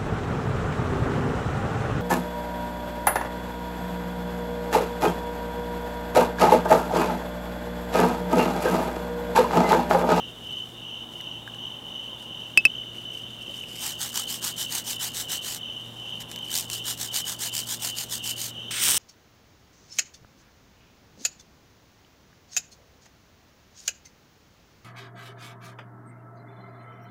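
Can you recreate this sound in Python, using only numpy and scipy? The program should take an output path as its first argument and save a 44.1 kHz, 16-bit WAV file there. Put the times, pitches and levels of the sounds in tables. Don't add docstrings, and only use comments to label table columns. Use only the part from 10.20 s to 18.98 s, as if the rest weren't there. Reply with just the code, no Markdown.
import sys
import numpy as np
from scipy import signal
from scipy.fft import rfft, irfft
from scipy.io import wavfile
from scipy.ndimage import uniform_filter1d

SR = 44100
rng = np.random.default_rng(int(sys.argv[2]) if len(sys.argv) > 2 else 0)


def to_wav(s):
    ch = np.atleast_2d(s).T
    pcm = np.round(np.clip(ch, -1, 1) * 32767)
    wavfile.write(sys.argv[1], SR, pcm.astype(np.int16))


def makeup_ratio(level_db):
    decades = np.asarray(level_db, float) / 20
    return 10 ** decades


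N = 387176
T = np.arange(N) / SR


def level(x, db):
    return x * makeup_ratio(db) / np.sqrt(np.mean(x ** 2))


def colour(x, points, size=2048):
    hz, db = np.transpose(points)
    bins = np.maximum(np.arange(size // 2 + 1), 1) * SR / size
    cep = irfft(np.log(makeup_ratio(np.interp(np.log(bins), np.log(hz), db))))
    cep[1:size // 2] *= 2
    cep[size // 2 + 1:] = 0
    return signal.fftconvolve(x, irfft(np.exp(rfft(cep))))[:len(x)]


def curve(rows, column=1, off=-90):
    rows = np.array(rows)
    return np.interp(T, rows[:, 0], rows[:, column], off, off)


def walk(rate):
    k = int(SR / rate)
    held = np.repeat(rng.standard_normal(N // k + 1), k)
    return uniform_filter1d(held, k)[:N]


def grains(rate, spread_db):
    hit, sign, size = rng.random((3, N))
    size_db = np.minimum(-spread_db * np.log(size + 1e-9), 4 * spread_db)
    return (hit < rate / SR) * np.sign(sign - .5) * makeup_ratio(size_db)


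def clicks(events, points, t60):
    out, age = np.zeros(N), np.arange(1536) / SR
    for s, db in events:
        burst = colour(rng.standard_normal(len(age)) * makeup_ratio(-60 * age / t60), points)
        i = int(s * SR)
        out[i:i + len(age)] += (burst * makeup_ratio(db) / np.abs(burst).max())[:N - i]
    return out


def tail(x, t60, wet_db):
    age = np.arange(int(t60 * SR)) / SR
    decay = level(rng.standard_normal(len(age)) * makeup_ratio(-60 * age / t60), 0) / np.sqrt(len(age))
    return x + makeup_ratio(wet_db) * signal.fftconvolve(x, decay)[:N]


def swell(start, length, db, peak, arch):
    fastest = start + np.clip(peak, .05, .95) * length
    share = np.interp(T, [start, fastest, start + length], [0, .5, 1])
    return makeup_ratio(db) * np.maximum(np.sin(np.pi * share), 0) ** arch


def brush():
    # (start [s], length [s], gain [dB], low scrape re gain [dB], share before the fastest moment)
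    strokes = [(3.585, 0.16, -32, -11, 0.51), (3.794, 0.11, -32.5, -11, 0.37),
               (3.931, 0.12, -31, -11.5, 0.43), (4.078, 0.11, -30, -13.5, 0.4),
               (4.221, 0.1, -29.5, -11.5, 0.44), (4.37, 0.086, -29.5, -15, 0.45),
               (4.497, 0.12, -28.5, -12, 0.49), (4.648, 0.11, -31, -14.5, 0.49),
               (4.798, 0.099, -28.5, -12, 0.48), (4.935, 0.11, -29.5, -13.5, 0.49),
               (5.091, 0.087, -28.5, -12.5, 0.51), (5.228, 0.17, -31.5, -12.5, 0.34),
               (6.302, 0.15, -31.5, -14.5, 0.43), (6.495, 0.1, -33, -15.5, 0.46),
               (6.649, 0.093, -29.5, -14, 0.5), (6.784, 0.099, -31.5, -14.5, 0.39),
               (6.927, 0.089, -28, -14, 0.52), (7.057, 0.096, -31, -13, 0.45),
               (7.195, 0.09, -27.5, -13.5, 0.52), (7.332, 0.102, -31, -16, 0.45),
               (7.47, 0.1, -29, -15, 0.5), (7.607, 0.11, -30, -12.5, 0.46), (7.76, 0.089, -30, -13.5, 0.45),
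               (7.901, 0.092, -31.5, -16, 0.38), (8.033, 0.094, -30.5, -15, 0.56),
               (8.167, 0.14, -31, -17, 0.43)]
    # (time [s], peak [dB])
    big_snaps = [(3.8154, -12), (3.8297, -16), (3.8387, -16), (4.2728, -15), (4.2788, -14), (4.524, -14),
                 (4.5507, -15), (4.9692, -15), (5.138, -14), (6.3411, -13), (6.353, -10), (6.3771, -15),
                 (6.3858, -12), (6.3973, -15), (6.4093, -13), (6.5005, -15), (6.5318, -15), (6.7017, -14),
                 (6.9637, -14), (6.9782, -15), (7.2234, -15), (7.3517, -15), (7.5116, -15), (7.7855, -13),
                 (7.93, -15), (8.0757, -13), (8.1103, -15)]
    # (frequency [Hz], gain [dB])
    bristle = [(1180, -47), (2000, -21), (2410, -12.5), (2990, -5), (3260, -2), (5090, -3), (6470, -1),
               (8580, -1.5), (10200, -9.5), (13400, -5.5), (15500, -11.5)]
    # (frequency [Hz], gain [dB])
    scrape_tone = [(450, -18), (800, 7.5), (1150, 2), (1700, 3), (2400, -1.5), (3500, -16)]
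    edge_s, arch, rest_db = 0.018, 1.67, -54
    max_slips_per_s, min_slips_per_s, full_speed_db = 6000, 330, -36
    tuft_rows_per_s, mean_row_db = 80, 5
    small_snaps_per_s, small_snap_db = 66, 7

    gains = [swell(s - edge_s, length + 2 * edge_s, db, peak, arch) for s, length, db, _, peak in strokes]
    low = sum(gain * makeup_ratio(row[3]) for gain, row in zip(gains, strokes))

    ends = [(s, s + length) for s, length, *_ in strokes]
    touching = sum((T > a) & (T < b) for (_, a), (b, _) in zip(ends, ends[1:]) if b - a < .2)
    push = sum(gains) + makeup_ratio(rest_db) * touching

    row_phase = np.cumsum(tuft_rows_per_s * (1 + .2 * walk(40))) / SR % 1
    row_db = mean_row_db * np.clip(1 + .7 * walk(7), 0, 2) * np.exp(-row_phase / .25)
    tufts = makeup_ratio(2.0 * walk(160) + row_db)

    rate = max_slips_per_s * (push / makeup_ratio(full_speed_db)) ** 1.5
    rate = np.clip(rate, min_slips_per_s, max_slips_per_s)
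    slips = grains(rate, spread_db=2.6) / np.sqrt(rate)
    slips = level(colour(slips * tufts, bristle), 0.53)
    scrape = level(colour(rng.standard_normal(N) * tufts, scrape_tone), 1.06)

    chance = rng.random((600, 3)) * [T[-1], 600 * SR / N, 1]
    small = [(s, small_snap_db - 5 * size) for s, keep, size in chance if keep < small_snaps_per_s]
    snaps = clicks(big_snaps, bristle, t60=.0028) + push * clicks(small, bristle, t60=.0028)
    return slips * push + scrape * low + snaps


def taps():
    blows = [(2.3748, -4, -8, .2, -1), (2.4523, -4.5, -14, .017, -5), (2.455, -24, -15, .015, 14)]
    # (frequency [Hz], level [dB], t60 [s])
    wheel = [(2617, 1, 0.064), (4640, -16.5, 0.031), (5000, -19.5, 0.056), (5230, -20, 0.043),
             (5550, -27, 0.035), (7650, -22, .025), (7960, -20, .025), (8660, -23, .03), (9400, -16, 0.017),
             (11000, -19, 0.012), (13920, -19, .008)]
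    crack_tone = [(300, -40), (1000, -12), (1900, -10), (2600, 14), (4000, -2), (6000, -3),
                  (8500, 4), (11000, -8), (16000, -25)]
    stop_db_per_s = 4900

    out, age = np.zeros(N), np.arange(SR // 5) / SR
    lowest, *upper = (makeup_ratio(db - 60 * age / t60) * np.sin(2 * np.pi * hz * age) for hz, db, t60 in wheel)
    upper = sum(upper)
    for s, db, _, stop_s, upper_db in blows:
        i = int(s * SR)
        ring = lowest + makeup_ratio(upper_db) * upper
        out[i:i + len(age)] += makeup_ratio(db - stop_db_per_s * np.maximum(age - stop_s, 0)) * ring
    out = colour(out, [(200, -30), (1700, 1)])
    crack = clicks([(s, db) for s, _, db, *_ in blows], crack_tone, t60=0.0046)
    return tail(out + crack, t60=.09, wet_db=-30)


def spray():
    # (time [s], gas hiss level [dB], foam roar level [dB])
    flow = [(8.507, -63, -70), (8.509, -31, -45), (8.53, -31.5, -57), (8.6, -28.5, -36),
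            (8.62, -28.5, -24.5), (8.68, -28, -22), (8.78, -36, -23.5)]
    # (frequency [Hz], gain [dB])
    jet_tone = [(500, -27), (950, -19), (1430, -7.5), (2400, -4), (3330, -0.5), (4490, -10), (5400, -5),
                (6900, -9.5), (8600, -2), (10400, -18), (15500, -16)]
    # (frequency [Hz], gain [dB])
    foam_tone = [(200, -17), (950, -17.5), (1430, -16), (2380, -16), (3010, -1.5), (3900, -8), (4500, -16),
                 (5500, -2), (6900, -9), (8200, 0.5), (9600, -1.5), (10400, -14), (13900, -7.5),
                 (15500, -11)]
    # (time [s], peak [dB])
    spits = [(8.6217, -9), (8.638, -3), (8.6483, -8), (8.654, -6), (8.6612, -6), (8.6768, -9), (8.6838, -3),
             (8.6894, -6), (8.6949, -6), (8.7039, -6), (8.7095, -4), (8.7193, -4), (8.7447, -7),
             (8.7543, -8), (8.7685, -8), (8.7742, -9)]
    spit_tone = [(300, -15), (1000, -9), (3000, -3.5), (8000, 1), (11000, -4), (15500, -9)]  # (Hz, dB)

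    jet = level(colour(rng.standard_normal(N) * makeup_ratio(1.9 * walk(120)), jet_tone), 0)
    foam = level(colour(grains(12000, spread_db=4.0) * makeup_ratio(walk(150)), foam_tone), 0)
    flowing = jet * makeup_ratio(curve(flow)) + foam * makeup_ratio(curve(flow, column=2))
    return flowing + clicks(spits, spit_tone, t60=0.0011)


def hands():
    # (start [s], length [s], gain [dB], share before the loudest moment)
    shifts = [(0, 0.68, -60.5, 0.41), (.9, .16, -59.5, .25), (1.64, .08, -63, .4), (1.8, .12, -64, .5),
              (1.97, .12, -60, .4), (2.15, .19, -61, .8), (2.72, 0.15, -60, 0.32), (2.9, .16, -57, .5),
              (3.06, 0.33, -58, 0.7), (3.3, 0.38, -48.5, .8), (5.4, 0.62, -61, 0.89),
              (5.996, .045, -46.5, .4), (6.07, 0.13, -50.5, .4), (6.183, 0.18, -46.5, 1)]
    # (frequency [Hz], gain [dB])
    glove = [(1200, -10), (2500, 4.5), (5000, 3.5), (8500, 3), (10500, -3.5), (14000, 0), (16000, -22)]
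    # (time [s], peak [dB], low part re peak [dB])
    ticks = [(1.0110, -31, -14), (1.278, -36, -14), (1.3465, -33, -12), (2.0262, -34, -14),
             (2.9168, -39, -12), (3.2100, -40, -14), (3.2900, -40, -12), (3.3787, -31, -9),
             (3.4380, -36, -14), (3.496, -35, -16), (3.5345, -31, -18), (3.5654, -29, -18),
             (5.6615, -38, -14), (5.7997, -36, -16), (6.0060, -27, -14), (6.0185, -27, -14),
             (6.1017, -31, -14), (6.1152, -17, -21), (6.1275, -33, -16), (6.1612, -21, -18),
             (6.1890, -28, -18), (6.2848, -30, -16), (6.2958, -27, -16)]
    # (time [s], level [dB])
    soft_bumps = [(2.11, -38.5), (2.374, -33), (2.455, -31.5), (3.28, -39), (3.3, -41.5)]
    # (frequency [Hz], level [dB], t60 [s])
    bowl = [(221, -8, 0.037), (327, 0, 0.047), (557, -2.5, 0.046), (650, -8, 0.038)]
    # (time [s], peak [dB], pitch [Hz])
    pings = [(1.005, -41, 2000), (1.2765, -28, 1620), (2.6349, -44, 2100), (2.7485, -45, 2200),
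             (3.438, -28, 2700), (6.5, -29, 2680)]
    dull_tone = [(900, -23), (1700, 9), (2300, -10), (3000, -2), (4000, -4), (5100, -13), (7000, -37)]  # (Hz, dB)

    rustle = level(colour(grains(2000, spread_db=3.5) * makeup_ratio(3.2 * walk(60)), glove), 1.3)
    rustle = rustle * (makeup_ratio(-74) + sum(swell(*row, arch=0.91) for row in shifts))
    bright = clicks([(s, db) for s, db, _ in ticks], glove, t60=.0016)
    dull = clicks([(s, db + low_db) for s, db, low_db in ticks], dull_tone, t60=0.0051)

    knocks, age = np.zeros(N), np.arange(SR // 10) / SR
    place = rng.standard_normal((len(soft_bumps), len(bowl)))
    for (s, db), weights in zip(soft_bumps, place):
        for (hz, mode_db, t60), w in zip(bowl, weights):
            mode = makeup_ratio(db + mode_db + 3.2 * w - 60 * age / t60) * np.sin(2 * np.pi * hz * age)
            knocks[int(s * SR):][:len(age)] += mode
    for s, db, hz in pings:
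        knocks[int(s * SR):][:len(age)] += makeup_ratio(db - 60 * age / 0.016) * np.sin(2 * np.pi * hz * age)
    return rustle + bright + dull + knocks


def wing(hz, rate, duty, sag, scatter, overtone_db):
    turns = np.cumsum(rate * (1 + 0.055 * walk(20))) / SR + rng.random()
    draws = rng.standard_normal((int(turns[-1]) + 1, 3))
    start, pitch, size = draws[turns.astype(int)].T
    stroke = np.minimum(turns % 1 / duty, 1)
    wing_hz = hz * (1 + scatter * pitch + sag * (.5 - stroke))
    phase = 2 * np.pi * (np.cumsum(wing_hz) / SR + start)
    tone = np.sin(phase) + makeup_ratio(overtone_db) * np.sin(2 * phase)
    return np.sin(np.pi * stroke) * makeup_ratio(1.9 * size) * tone


def crickets():
    # (wing pitch [Hz], mean wing strokes [1/s], relative level [dB])
    singers = [(2817, 57, 0), (2934, 60, 4), (2987, 45, 2.5), (3040, 59, 3), (3120, 69, -13.5),
               (3120, 47, -0.5)]
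    # (a chirp peak [s], chirps [1/s], level before chirp gate [dB])
    groups = [(0.006, 2.724, -37.5), (-0.034, 2.845, -42)]
    chirp_edge, chirp_lean, between_db = 3.27, -.05, -13
    high_peak_s, high_chirps_per_s, high_hz, high_db = 0.1, 4.3, 3610, -55

    low = 0
    for peak_s, per_s, group_db in groups:
        group = 0
        for hz, rate, db in singers:
            song = wing(hz, rate, duty=.7, sag=.05, scatter=.011, overtone_db=-24)
            group = group + tail(makeup_ratio(db + 2 * walk(6)) * song, t60=0.071, wet_db=-1.5)
        cycle = np.cos(2 * np.pi * per_s * (T - peak_s))
        chirp = 1 / (1 + np.exp(-chirp_edge * (cycle + chirp_lean)))
        low = low + level(group, group_db) * np.sqrt(chirp + makeup_ratio(between_db) ** 2)

    gate = np.clip(.6 + .6 * np.cos(2 * np.pi * high_chirps_per_s * (T - high_peak_s)), .35, 1)
    high = sum(wing(high_hz * shift, 64 * shift, duty=.7, sag=.03, scatter=0.013, overtone_db=-39)
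               for shift in (.98, 1.0, 1.02))
    return low + level(tail(high * gate, t60=0.91, wet_db=-4), high_db)


def background():
    # (frequency [Hz], median rms level [dB])
    partials = [(58.3, -68), (116.6, -52.5), (164.6, -60), (233.3, -58), (349.9, -64)]
    # (frequency [Hz], gain [dB])
    air_tone = [(15, -47), (25, -18), (49, -9), (87, -7), (150, -4), (234, -3), (376, -6.5), (600, -8),
                (900, -13.5), (1490, -16.5), (2400, -24.5), (3500, -41)]
    # (frequency [Hz], gain [dB])
    hiss_tone = [(1500, -16), (2600, 2.5), (3400, 12.5), (4500, -4), (6000, -1.5), (8000, -4), (12000, -8),
                 (16000, -8)]
    # (time [s], level [dB])
    drone_course = [(0, -61), (.4, -62), (.7, -56), (1.5, -54.5), (2.2, -55.5), (2.6, -71), (5.4, -62),
                    (6, -54.5), (8.78, -71)]
    drone_tone = [(500, -28), (800, -1.5), (1050, -2.5), (1500, -32)]  # (Hz, dB)

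    hum = sum(makeup_ratio(db + 2.0 * walk(3.6)) * np.sqrt(2) * np.sin(2 * np.pi * (hz * T + rng.random()))
              for hz, db in partials)
    air = level(colour(rng.standard_normal(N), air_tone, size=8192) * makeup_ratio(0.53 * walk(2.65)), -48.5)
    drone = level(colour(rng.standard_normal(N), drone_tone), 0) * makeup_ratio(curve(drone_course))
    hiss = level(colour(rng.standard_normal(N), hiss_tone), -54.5)
    return hum + air + drone + hiss


def scene():
    mean_echo_s, echo_gain = 0.000478, 0.35
    work = brush() + hands()
    echo = np.interp(T - mean_echo_s * (1 + 0.25 * walk(14)), T, work)
    near = tail(work + echo_gain * echo + spray(), t60=.06, wet_db=-20)
    return (near + taps() + crickets() + background())[None]


def roll_off(x):
    return signal.sosfilt(signal.butter(12, 17040, fs=SR, output="sos"), x)


def record(dry):
    top = signal.ellip(10, .2, 60, 15800, fs=SR, output="sos")
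    mix = np.clip(signal.sosfilt(top, dry), -1, 1)
    return roll_off(mix)


dry = scene()
out = record(dry)
to_wav(out)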